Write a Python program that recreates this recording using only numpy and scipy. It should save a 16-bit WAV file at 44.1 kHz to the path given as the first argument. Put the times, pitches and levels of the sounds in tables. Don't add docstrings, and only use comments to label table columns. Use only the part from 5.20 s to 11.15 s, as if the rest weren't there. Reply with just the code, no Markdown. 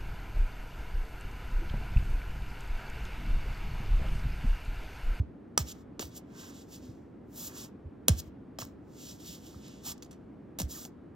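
import sys
import numpy as np
from scipy import signal
from scipy.fft import rfft, irfft
from scipy.io import wavfile
from scipy.ndimage import uniform_filter1d

SR = 44100
rng = np.random.default_rng(int(sys.argv[2]) if len(sys.argv) > 2 else 0)


def transcribe(signal):
    frames = np.atleast_2d(signal).T
    limited = np.clip(frames, -1, 1)
    pcm = np.round(limited * 32767).astype(np.int16)
    wavfile.write(sys.argv[1], SR, pcm)


N = 262395
TIME, HZ = np.arange(N) / SR, np.fft.rfftfreq(N, 1 / SR)


def amp(db):
    return 10 ** (np.asarray(db) / 20)


def unit(x):
    return x / np.sqrt(np.mean(x ** 2) + 1e-20)


def curve(points, hz):
    freqs, values = np.transpose(points)
    return np.interp(np.log(hz + 1), np.log(freqs + 1), values)


def add(mix, time, sound):
    start = round(time * SR)
    sound = sound[max(-start, 0):]
    part = mix[max(start, 0):][:len(sound)]
    part += sound[:len(part)]


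def ring(x, colour, size=2048):
    log_gain = np.log(amp(colour(abs(np.fft.fftfreq(size, 1 / SR)))))
    response = np.fft.ifft(np.exp(np.conj(signal.hilbert(log_gain)))).real
    return signal.oaconvolve(x, response[:size // 2])[:len(x)]


def wander(n, span, passes=1):
    noise = rng.standard_normal(n)
    for _ in range(passes):
        noise = uniform_filter1d(noise, span)
    return unit(noise)


def stroke(time, hold, db, attack, release, drift_db=0):
    fade = np.maximum(time - TIME, 0) / attack + np.maximum(TIME - time - hold, 0) / release
    progress = np.clip((TIME - time) / hold, 0, 1)
    return amp(db + drift_db * progress) * np.exp(-np.minimum(fade, 20))


def friction(slips_per_s, spread_db, smooth_share, flutter_db):
    sizes = amp(spread_db * np.minimum(rng.exponential(1, N), 4))
    slips = rng.standard_normal(N) * sizes * (rng.random(N) < slips_per_s / SR)
    grip = amp(flutter_db * wander(N, span=260, passes=2))
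    hiss = rng.standard_normal(N)
    return (np.sqrt(1 - smooth_share) * unit(slips) + np.sqrt(smooth_share) * hiss) * grip


def pitch_drops(hits, glide_share, sharpness, roughness):
    out, t = np.zeros(N), np.arange(SR // 5) / SR
    for time, db, first_hz, last_hz, attack in hits:
        glide = glide_share * attack
        hz = last_hz + (first_hz - last_hz) * np.exp(-t / glide)
        swell = (t / attack * np.exp(.5 * (1 - (t / attack) ** 2))) ** sharpness
        wobble = roughness * wander(len(t), span=int(SR / last_hz / 2), passes=2)
        add(out, time, amp(db) * swell * np.sin(2 * np.pi * np.cumsum(hz) / SR + wobble))
    return out


# (time [s], level [dB], start pitch [Hz], end pitch [Hz], attack [s])
BED_THUMPS = [(-.012, -17.5, 119.5, 73.1, .016), (.377, -29.5, 465, 62.3, .035),
              (.826, -42, 219.4, 71.87, .024), (1.685, -37.5, 144, 105.4, 0.013),
              (2.647, -35, 148, 78.4, .019), (2.8845, -17, 452.7, 59.67, .027),
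              (2.962, -38, 123.4, 71.5, 0.021), (3.05, -46, 91.7, 68.45, 0.027),
              (3.387, -46, 520, 207, 0.0081), (3.420, -40, 329, 113.4, 0.0082),
              (3.44, -49.5, 109, 64.6, 0.013), (4.075, -44.5, 193.7, 164, .0205),
              (4.352, -43.5, 131.4, 85.5, .017), (5.398, -31.5, 453, 159, 0.0158),
              (5.423, -28, 190, 63.5, 0.024)]


def bed_thumps(rumble_db=-17, rumble_hz=68, t60_s=.17):
    thumps = pitch_drops(BED_THUMPS, glide_share=.41, sharpness=1.44, roughness=.28)
    t = np.arange(22000) / SR
    tail = rng.standard_normal(len(t)) * np.exp(-np.log(1000) * t / t60_s)
    tail = ring(tail, lambda hz: np.maximum(-14 * np.log2((hz + 1) / rumble_hz) ** 2, -90), size=8192)
    power = abs(rfft(tail)) ** 2
    passband_gain = np.sqrt((power ** 2).sum() / power.sum())
    return thumps + amp(rumble_db) * signal.fftconvolve(thumps, tail)[:N] / passband_gain


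# (frequency [Hz], gain [dB])
MURMUR_EQ = [(20, -26), (42, -14.5), (65, -3.5), (110, -4), (180, -2.5), (270, .5), (400, -7.5), (560, -14),
             (1000, -23.3), (1600, -29.3), (2500, -38.5), (4000, -48.5), (6000, -55), (8000, -58),
             (16000, -66.5)]
# (frequency [Hz], left-right correlation [1 = mono])
MURMUR_CORRELATION = [(60, 0.98), (150, 0.95), (300, 0.8), (600, 0.21), (1500, 0.87), (6000, 1)]


def murmur(level_db=-49.5):
    left, other = rfft(rng.standard_normal((2, N)))
    shared = curve(MURMUR_CORRELATION, HZ)
    right = shared * left + np.sqrt(1 - shared ** 2) * other
    spectra = np.array([left, right]) * amp(curve(MURMUR_EQ, HZ))
    return amp(level_db) * unit(irfft(spectra, N))


# (time [s], level [dB], start pitch [Hz], end pitch [Hz], attack [s])
KNOCKS = [(.376, -26.5, 1395, 420, 0.0023), (.7985, -27.5, 436, 175.3, 0.0027),
          (.7975, -39, 1500, 800, 0.0017), (.8265, -38, 1238, 420, 0.0022),
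          (2.8825, -24.5, 947, 340, .0026), (2.886, -35.5, 680, 482, 0.0039),
          (3.3885, -34, 1088, 288, 0.0012), (3.4218, -34.5, 1345, 860, 0.00225),
          (4.3435, -47.5, 1630, 690, 0.0022), (5.3995, -35.5, 960, 346, 0.0022),
          (5.652, -48.5, 880, 740, 0.0059)]


def knocks():
    return pitch_drops(KNOCKS, glide_share=1.6, sharpness=2.8, roughness=.23)


# (frequency [Hz], width [Hz], boost [dB])
DISC_MODES = [(1150, 67, 7), (1630, 110, 7), (2650, 460, 2.5), (3260, 440, 6), (4105, 300, 5),
              (5414, 420, 6), (6950, 510, 7.5), (7950, 450, 8.5)]


def disc_body(x, tuning, tilt_db):
    def colour(hz):
        peaks = sum(db / (1 + (2 * (hz / tuning - f) / width) ** 2) for f, width, db in DISC_MODES)
        return peaks + tilt_db * np.log2(np.maximum(hz, 1000) / 5000)
    return ring(x, colour)


# (frequency [Hz], gain [dB])
FLAT_EQ = [(100, -6.5), (350, 0.5), (600, 1), (1150, -0.5), (1500, -7), (1900, -4), (2300, -4.5),
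           (2700, -8), (3500, -8.5), (4200, -2.5), (5500, 7.5), (6300, -5), (6900, -1), (7900, 1.5),
           (9000, -9.5), (13000, -12), (15500, -13)]
CREASED_EQ = [(100, -10), (550, 1), (820, -4.5), (1150, -15), (1650, -9.5), (2100, -6), (3200, -5.5),
              (4000, -3.5), (4500, -8.5), (5450, -6.5), (6050, 3.5), (6500, -7), (7000, 1), (8500, -1.5),
              (9200, 6), (10100, -5), (10900, 8), (11700, -8.5), (12500, -6), (14000, -10), (15500, -6.5)]
# (time [s], relative level [dB], decay [s], crease [0 flat, 1 creased], tuning [ratio], tilt [dB/oct])
SLAPS = [(0.3765, -21, .002, 0.022, 1.08, -1), (0.382, -47, 0.0013, .1, 1.0, -1),
         (.7936, -36.5, 0.004, 0.58, 0.88, -2), (0.822, -47, 0.0035, .3, 0.54, -3),
         (0.8264, -48.5, 0.0014, 0.26, 0.87, -4.5), (2.8824, -16, 0.0014, 0.94, 1.025, 0.5),
         (2.888, -33, .0033, 0.28, 1.17, 2), (2.999, -45.5, 0.0022, 0.66, 1.12, 2.5),
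         (3.018, -61, 0.0018, 0.55, 0.74, 2.5), (3.075, -79.5, 0.0036, 0.56, 1.0, 7.5),
         (3.3863, -41, .0034, 0.22, 0.99, -4), (3.4165, -44, .0024, 0.54, 0.79, -2),
         (3.430, -50.5, 0.0014, .4, 1, -2), (3.4509, -49.5, .0012, 0.95, 1.9, -3),
         (4.481, -55, 0.0026, 0.69, 1.2, -2.5), (4.778, -63, 0.0027, 0.3, 0.96, 1),
         (4.823, -48.5, 0.0053, 0.37, 0.83, 0.5), (4.830, -52.5, 0.0026, 1, 1.04, -2),
         (4.844, -60, 0.0057, 0.47, 0.895, 1), (4.858, -62.5, .0093, .64, 1.2, -6),
         (4.9097, -53.5, 0.0076, 0.54, 1.07, -1), (4.927, -57.5, 0.014, 0.52, 1.06, -4.5),
         (5.3873, -36.5, .0027, 0.77, 1.22, -1), (5.399, -35, 0.0035, .6, 1.17, -0.5),
         (5.4043, -39, .0014, 0.76, 1.17, -2), (5.417, -37.5, 0.0012, .4, 1.17, 0),
         (5.6507, -45.5, 0.0014, 0.85, 0.84, -2)]


def slaps(attack_s=.00092):
    out, t = np.zeros(N), np.arange(4096) / SR
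    for time, db, decay, crease, tuning, tilt in SLAPS:
        swell = np.minimum(t / attack_s, 1) ** 2 * np.exp(-np.maximum(t - attack_s, 0) / decay)
        burst = rng.standard_normal(len(t)) * swell
        burst = irfft(np.exp(1j * np.angle(rfft(burst))))
        limit = swell * burst.std() / swell.std() + 1e-9
        burst = np.tanh(burst / limit) * swell
        slap = ring(burst, lambda hz: (1 - crease) * curve(FLAT_EQ, hz / tuning)
                    + crease * curve(CREASED_EQ, hz / tuning))
        slap *= np.sqrt(220) / np.linalg.norm(slap)
        add(out, time, amp(db) * disc_body(slap, tuning, tilt))
    return out


# (frequency [Hz], gain [dB])
CRUMPLE_EQ = [(100, -8), (500, -3.5), (1150, -12.5), (2000, -9.5), (2600, -12.5), (3300, -11),
              (4200, -10.5), (5600, -5.5), (7000, -7.5), (9000, -10), (12000, -10.5), (15500, -10.5)]
# (time [s], hold [s], relative level [dB], release [s], tuning [ratio], tilt [dB/oct])
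CRUMPLES = [(.388, 0.0081, -36, .016, 1.0, 0), (0.805, 0.0085, -41.5, 0.006, 1.03, 0.5),
            (0.819, 0.013, -45.5, 0.026, 1.1, 0.5), (2.882, .0054, -37.5, 0.029, 1.0, -2.5),
            (3.388, 0.015, -46, 0.011, 0.98, 2), (3.401, 0.013, -44.5, 0.025, 0.99, -1),
            (5.388, 0.017, -39.5, 0.017, 1.03, .5)]


def crumples(gain_db=-2, attack_s=.001):
    crackle = friction(slips_per_s=4500, spread_db=3, smooth_share=.62, flutter_db=1.45)
    crackle = unit(ring(crackle, lambda hz: curve(CRUMPLE_EQ, hz)))
    out = np.zeros(N)
    for time, hold, db, release, tuning, tilt in CRUMPLES:
        fold = crackle * stroke(time, hold, db, attack_s, release, drift_db=2)
        start = time - 2 * attack_s
        add(out, start, disc_body(fold[round(start * SR):][:16384], tuning, tilt))
    return amp(gain_db) * out


# (frequency [Hz], gain [dB])
SLIDE_EQ = [(100, -18), (800, -12), (1200, -8), (2000, -3), (2700, 2), (3350, 3.5), (4400, -1.2), (5300, 0),
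            (6300, -3.1), (7100, -.5), (9000, -9.5), (11000, -13), (12700, -14), (14200, -21),
            (15600, -21.5)]
# (time [s], hold [s], relative level [dB], attack [s], release [s],
# drift over the hold [dB], tilt [dB/oct], edge resonance [Hz])
SLIDES = [(0.487, 0.037, -55, 0.019, .0043, -2, 7.5, 6900), (0.544, .075, -77, .018, .012, -3, 6, 5500),
          (.915, 0.022, -74, 0.013, .02, 1, 2, 5500), (0.965, 0.013, -58, 0.013, 0.0084, 3, 9.5, 7450),
          (1.197, .11, -61, 0.034, 0.019, -5.5, 6, 6200), (1.35, .073, -67, .025, 0.018, -2, 5, 7000),
          (1.534, 0.027, -61.5, 0.026, 0.017, 0.5, 7.5, 5600),
          (1.64, 0.03, -71.5, 0.037, 0.079, -3, 4.5, 5500),
          (2.179, 0.098, -56, 0.023, 0.015, 3, 11.5, 12650),
          (2.384, 0.065, -55.5, 0.041, 0.015, -3, 8, 7000),
          (2.988, 0.016, -50.5, 0.012, 0.0027, -1, 10, 5800),
          (3.023, 0.058, -79, .03, 0.012, -2, 9.5, 5500), (3.804, 0.1, -62.5, 0.043, 0.037, 4, 7, 5440),
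          (4.005, .027, -66.5, .018, .013, -5, 7, 3400),
          (4.078, .074, -55.5, 0.035, 0.028, -5.5, 7.5, 3450),
          (4.267, 0.056, -64.5, .057, 0.13, -5.5, 6.5, 3440),
          (4.451, 0.062, -67, 0.036, 0.15, -3, 1.5, 7000), (4.664, .056, -48, 0.012, 0.0086, -4.5, 9, 6240),
          (5.509, 0.15, -54.5, .011, 0.012, -6.5, 11, 5670)]


def slides(gain_db=10.5, pivot_hz=6000, edge_db=1.5, edge_octaves=.6):
    weave = friction(slips_per_s=7000, spread_db=1.5, smooth_share=.88, flutter_db=.55)
    hiss = unit(ring(weave, lambda hz: curve(SLIDE_EQ, hz)))
    powers = np.array([stroke(*slide[:-2]) for slide in SLIDES]) ** 2
    total = powers.sum(0)
    hz, t, spectra = signal.stft(hiss, SR, nperseg=256)
    slope, edge_hz = (np.interp(t, TIME, column @ powers / total)
                      for column in np.transpose(SLIDES)[-2:])
    tilt = np.log2(np.maximum(hz, 2500) / pivot_hz)[:, None] * slope
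    edge = edge_db * np.exp(-(np.log2((hz[:, None] + 1) / edge_hz) / edge_octaves) ** 2)
    swish = signal.istft(spectra * amp(tilt + edge), SR)[1][:N]
    return amp(gain_db) * swish * np.sqrt(total)


# (frequency [Hz], gain [dB])
RUSTLE_EQ = [(200, -16), (600, -4), (1050, 0), (1550, -4), (2000, -6), (2600, -8), (3300, -10), (4200, -17),
             (8000, -24), (16000, -39)]
# (time [s], hold [s], level [dB], attack and release [s])
RUSTLES = [(.96, .028, -67, .03), (1.17, .13, -61, .07), (2.19, .26, -60, .03), (4.665, .055, -55.5, .015),
           (5.52, .11, -62.5, .02)]


def rustles():
    folds = friction(slips_per_s=1100, spread_db=3, smooth_share=.96, flutter_db=1.86)
    cloth = unit(ring(folds, lambda hz: curve(RUSTLE_EQ, hz)))
    return cloth * sum(stroke(time, hold, db, fade, fade) for time, hold, db, fade in RUSTLES)


# (time [s], hold [s], level [dB], pitch [Hz])
WHISTLE = [(1.17, 0.12, -64.5, 1562)]


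def whistle(jitter=.035, fade_s=.025):
    out = np.zeros(N)
    waver = 1 + jitter * wander(N, span=130)
    for time, hold, db, hz in WHISTLE:
        tone = unit(np.sin(2 * np.pi * np.cumsum(hz * waver) / SR))
        out += tone * stroke(time, hold, db, fade_s, fade_s, drift_db=-4)
    return out


# (time [s], length [s], level [dB], start pitch [Hz], end pitch [Hz])
ZIPS = [(4.658, .024, -54, 367, 1380), (4.704, .024, -61, 1300, 1050), (5.543, .03, -60, 2070, 1400),
        (5.562, .035, -62, 1400, 1000)]


def zips(overtone_db=-11, jitter=.04):
    out = np.zeros(N)
    for time, length, db, first_hz, last_hz in ZIPS:
        n = round(length * SR)
        hz = np.linspace(first_hz, last_hz, n) * (1 + jitter * wander(n, span=60))
        phase = 2 * np.pi * np.cumsum(hz) / SR
        buzz = np.sin(phase) + amp(overtone_db) * np.sin(2 * phase)
        add(out, time, amp(db) * unit(buzz * np.hanning(n)))
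    return out


# (frequency [Hz], left lead [rad])
PORT_PHASE = [(100, 0.1), (480, 0.2), (850, -1.1), (1200, -0.6), (1600, -1.9), (2200, -3.0), (3200, -5.7),
              (4500, -7.0), (6400, -7.3), (9000, -9.3), (10800, -9.55), (13300, -12.2), (16000, -12.6)]
# (frequency [Hz], left over right [dB])
PORT_BALANCE = [(130, -1), (280, -1.5), (550, 9.5), (1000, -2.5), (1600, -6.5), (2100, -6.5), (2700, -7.5),
                (3500, -.3), (5000, -1.8), (7000, -.5), (15000, -.3)]


def ports(x):
    hz = np.fft.rfftfreq(2 * N, 1 / SR)
    left = np.exp(.5j * curve(PORT_PHASE, hz)) * amp(curve(PORT_BALANCE, hz) / 2)
    return irfft(rfft(x, 2 * N) * np.array([left, 1 / left]))[:, :N]


def early_reflections(x, size=500, count=8):
    taps = np.zeros((2, size))
    delays = rng.integers(size // 8, size, (2, count))
    np.put_along_axis(taps, delays, rng.choice([-1., 1.], (2, count)), 1)
    return signal.oaconvolve(x[None], taps / np.sqrt(count), axes=1)[:, :N]


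# (frequency [Hz], time to fall 60 dB [s])
ROOM_T60 = [(100, 0.31), (1000, 1), (6000, 0.26), (15000, 0.015)]


def room(x, size=20000, predelay_s=.00057):
    taps = rng.standard_normal((2, size)) * (rng.random((2, size)) < .1)
    taps *= np.arange(size) / SR > predelay_s
    hz, t, spectra = signal.stft(taps, SR, nperseg=256)
    decay = np.exp(-np.log(1000) * t / curve(ROOM_T60, hz)[:, None])
    tail = signal.istft(spectra * decay, SR)[1]
    return signal.fftconvolve(x[None], tail / np.linalg.norm(tail[0]), axes=1)[:, :N]


def scene(early_db=-17, paper_send_db=-25, bed_send_db=-24):
    foley = knocks() + slaps() + crumples() + slides() + rustles() + zips() + whistle()
    bedding = bed_thumps()
    early = amp(early_db) * early_reflections(foley)
    reverb = room(amp(paper_send_db) * foley + amp(bed_send_db) * bedding)
    return ports(foley + bedding) + early + reverb + murmur()


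def record(dry, fade_s=.003, cutoff_hz=15850):
    fade_in = np.minimum(TIME / fade_s, 1)
    lowpass = signal.firwin(301, cutoff_hz, window=("kaiser", 9), fs=SR)
    return signal.oaconvolve(dry * fade_in, lowpass[None], "same", axes=1)


dry = scene()
out = record(dry)
transcribe(out)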